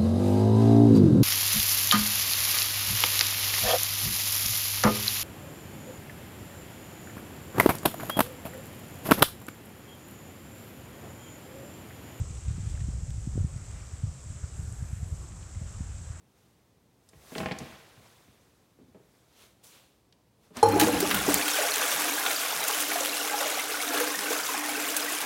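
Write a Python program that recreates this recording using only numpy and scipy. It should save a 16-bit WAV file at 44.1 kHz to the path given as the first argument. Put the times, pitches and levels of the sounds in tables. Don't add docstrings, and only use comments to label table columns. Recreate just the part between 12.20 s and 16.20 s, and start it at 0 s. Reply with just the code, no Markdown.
import sys
import numpy as np
from scipy import signal
from scipy.fft import irfft
from scipy.io import wavfile
from scipy.ndimage import uniform_filter1d

SR = 44100
rng = np.random.default_rng(int(sys.argv[2]) if len(sys.argv) > 2 else 0)


def to_wav(s):
    ch = np.atleast_2d(s).T
    pcm = np.round(np.clip(ch, -1, 1) * 32767)
    wavfile.write(sys.argv[1], SR, pcm.astype(np.int16))


N = 176400


def undb(db):
    return 10 ** (np.asarray(db) / 20)


def curve(rows):
    return np.interp(np.arange(N) / SR, *np.array(rows).T)


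def walk(rate_hz):
    hold = max(int(SR / rate_hz), 2)
    steps = np.repeat(rng.standard_normal(N // hold + 2), hold)
    drift = uniform_filter1d(uniform_filter1d(steps, hold), hold)[:N]
    return drift / drift.std()


def noise_spectrum(colour):
    hz, db = np.array(colour).T
    bin_hz = np.maximum(np.arange(N // 2 + 1) * SR / N, 1)
    gain = undb(np.interp(np.log(bin_hz), np.log(hz), db, left=-120, right=-120))
    spectrum = gain * np.exp(2j * np.pi * rng.random(len(bin_hz)))
    return spectrum / irfft(spectrum, N).std()


def noise(colour):
    return irfft(noise_spectrum(colour), N)


def restless(colour, sway_db, flicker_db, bands=16):
    spectrum = noise_spectrum(colour)
    bin_hz = np.maximum(np.arange(len(spectrum)) * SR / N, 1)
    band = np.clip(2 * np.log2(bin_hz / 100), 0, bands - 1)
    out = np.zeros(N)
    for k in range(bands):
        level_db = sway_db * walk(4) + flicker_db * walk(22)
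        triangle = np.maximum(1 - np.abs(band - k), 0)
        out += undb(level_db) * irfft(spectrum * triangle, N)
    return out / out.std()


def roar(gain_db=2.5):
    # time_s, relative_db
    wind = [(0, -56.5), (0.18, -58.5), (0.45, -59.3), (0.9, -61.8), (1.3, -60.5), (1.6, -60), (1.95, -63.0),
            (2.3, -60), (2.75, -62.5), (3.05, -59), (3.3, -63), (3.65, -61), (4.0, -61)]
    # freq_hz, relative_db
    colour = [(60, -8), (200, 5.5), (400, 2.5), (600, 1), (800, -2.5), (1100, -12.5), (1800, -21)]
    return restless(colour, sway_db=0.13, flicker_db=1.8) * undb(curve(wind) + gain_db)


def crowns(gain_db=1):
    # time_s, relative_db
    wind = [(0, -62.2), (0.2, -62), (0.5, -61), (0.85, -64), (1.25, -63.3), (1.45, -61.5), (1.63, -59.5),
            (1.92, -65), (2.2, -62), (2.45, -62.5), (2.7, -60), (2.9, -64), (3.3, -62), (3.7, -62.7),
            (3.97, -58.5)]
    # freq_hz, relative_db
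    colour = [(400, -12), (750, -2.5), (1000, -1), (1280, 1), (1600, -0.8), (2000, -4.5), (2700, -13),
              (4000, -26), (8000, -50)]
    return restless(colour, sway_db=1.4, flicker_db=1.3) * undb(curve(wind) + gain_db)


def undergrowth(gain_db=-1.5, grain_db=2, grain_rate_hz=300):
    # time_s, relative_db
    wind = [(0, -60.5), (0.2, -61.5), (0.5, -61.5), (0.85, -66.0), (1.25, -67.5), (1.45, -64), (1.6, -62.5),
            (1.95, -66), (2.3, -65.5), (2.95, -66.2), (3.25, -66.5), (3.65, -63), (4.0, -64)]
    # freq_hz, relative_db
    colour = [(1300, -15), (1900, -2.5), (2400, 0), (3100, -2), (4000, -4.5), (5500, -11), (9000, -28)]
    rustle = restless(colour, sway_db=0.4, flicker_db=0.74)
    return rustle * undb(curve(wind) + gain_db + grain_db * walk(grain_rate_hz))


def sizzle(start_s=2.32, end_s=3.17, attack_s=0.06, release_s=0.26, level_db=-69.5):
    # freq_hz, relative_db
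    colour = [(8500, -7), (9900, -1), (10450, -1), (11150, -6), (12000, -2), (12700, -6), (13200, -11),
              (14000, -25.5)]
    t = np.arange(N) / SR
    rise = (t - start_s) / attack_s
    fall = (end_s - t) / release_s
    envelope = np.clip(np.minimum(rise, fall), 0, 1)
    return noise(colour) * envelope * undb(level_db + 1.12 * walk(rate_hz=80))


def needles(gain_db=0.5, grain_db=1, grain_rate_hz=900):
    # time_s, relative_db
    wind = [(0, -54), (0.45, -53.1), (0.8, -55), (1.25, -55.0), (1.57, -53.5), (1.88, -55), (2.12, -54.5),
            (2.5, -55), (2.8, -56), (3.15, -55.5), (3.5, -54.1), (4.0, -55.5)]
    # freq_hz, relative_db
    colour = [(1500, -22.5), (3000, -17), (4200, -16), (5200, -10.5), (6500, -6), (7200, -2), (7700, 0),
              (8200, -4), (9000, -11.5), (10000, -19.5), (11350, -26.5), (11980, -24.5), (13000, -32),
              (15500, -33.5)]
    hiss = restless(colour, sway_db=0.4, flicker_db=0.5)
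    return hiss * undb(curve(wind) + gain_db + grain_db * walk(grain_rate_hz))


def ticks(lowpass_hz=8400):
    # start_s, peak_db (before the low-pass), pitch_hz, width_hz, decay_ms
    snaps = [(.497, -39, 8000, 3000, 1.7), (0.505, -39, 8000, 3000, 1.6), (.552, -46, 2270, 400, 5),
             (.575, -45, 1620, 400, 2.9), (.603, -45.5, 1900, 300, 6.1), (0.9053, -35.5, 4500, 12000, 1.0),
             (1.362, -43, 5500, 3000, 1.5), (1.783, -42, 7500, 3000, 1.5), (2.235, -46.5, 1270, 200, 9.6),
             (2.525, -30.5, 7800, 900, 1.1), (3.228, -48, 2940, 800, 4), (3.347, -50.5, 2070, 198.8, 7.5),
             (3.525, -44, 9500, 2500, 2)]
    t = np.arange(N) / SR
    out = np.zeros(N)
    for start_s, peak_db, pitch_hz, width_hz, decay_ms in snaps:
        span = (t >= start_s) & (t < start_s + 0.08)
        decay = np.exp(-(t[span] - start_s) * 1000 / decay_ms)
        burst = rng.standard_normal(4096)[:len(decay)] * decay
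        resonance = signal.iirpeak(pitch_hz, pitch_hz / width_hz, fs=SR)
        tick = signal.lfilter(*resonance, burst)
        out[span] += undb(peak_db) * tick / np.abs(tick).max()
    return signal.sosfilt(signal.butter(2, lowpass_hz, fs=SR, output="sos"), out)


def bumps(low_cut_hz=43, ring_hz=93, ring_q=1.01):
    # centre_s, peak_db, sigma_ms
    pulses = [(0.011, -25.5, 2.6), (0.106, -28.5, 1.7), (0.283, -24, 1.9), (0.31, -22.0, 2.3),
              (0.382, -27.5, 1.02), (0.472, -26, 2), (0.541, -25.5, 2.7), (0.614, -27, 1.9),
              (0.642, -23.5, 2.5), (0.686, -24.5, 1.04), (0.829, -27.5, 2.1), (0.98, -26, 2.6),
              (1.074, -22.5, 1.01), (1.157, -27, 0.88), (1.178, -23, 0.54), (1.209, -19, 2.34),
              (1.246, -17.5, 1.53), (1.362, -25.5, 1.76), (1.736, -28, 2.45), (1.837, -20.5, 1.68),
              (2.103, -30, 2.07), (2.24, -29.0, 1.8), (2.396, -29, 2.5), (2.519, -29, 2.7),
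              (2.625, -23.5, 1.7), (2.731, -27.0, 1.8), (2.83, -26, 1.5), (2.923, -28.5, 2.7),
              (3.369, -25.5, 2.45), (3.416, -27, 1.44), (3.607, -26.0, 1.18), (3.904, -28.5, 2.65)]
    t = np.arange(N) / SR
    omega = 2 * np.pi * ring_hz
    ring = signal.bilinear([1, 0, 0], [1, omega / ring_q, omega ** 2], fs=SR)
    low_cut = signal.butter(2, low_cut_hz, "high", fs=SR)
    out = np.zeros(N)
    for centre_s, peak_db, sigma_ms in pulses:
        span = np.abs(t - centre_s) < 0.1
        dip = -np.exp(-0.5 * ((t[span] - centre_s) * 1000 / sigma_ms) ** 2)
        bump = signal.lfilter(*ring, signal.lfilter(*low_cut, dip))
        out[span] += undb(peak_db) * bump / np.abs(bump).max()
    return out


def rumble(gain_db=-1, churn_db=3.5, churn_rate_hz=40):
    # time_s, relative_db
    gusts = [(0.0, -33), (0.2, -41), (0.3, -30), (0.42, -37), (0.62, -31.5), (0.85, -36.5), (1.05, -34),
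             (1.22, -32), (1.31, -39), (1.45, -39), (1.77, -45.5), (1.87, -32.5), (1.96, -44), (2.2, -38.5),
             (2.34, -44.5), (2.43, -36), (2.58, -40), (2.9, -35.5), (3.02, -41), (3.17, -43.5),
             (3.42, -38.5), (3.55, -41), (3.63, -37), (3.82, -42), (4.0, -42.5)]
    # freq_hz, relative_db
    colour = [(20, -25), (32, -8), (45, -4), (62, 2.5), (95, -1), (125, -5.5), (165, -13), (240, -28),
              (400, -39.5), (900, -85)]
    air = noise(colour)
    air /= np.sqrt(uniform_filter1d(air ** 2, size=3500))
    churn = np.tanh(walk(churn_rate_hz))
    return air * undb(curve(gusts) + gain_db + churn_db * churn)


def scene():
    wood = roar() + crowns() + needles() + ticks() + sizzle() + undergrowth()
    return (wood + bumps() + rumble())[None, :]


def record(dry):
    return signal.sosfilt(signal.ellip(10, 0.1, 80, 15700, fs=SR, output="sos"), dry)


dry = scene()
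out = record(dry)
to_wav(out)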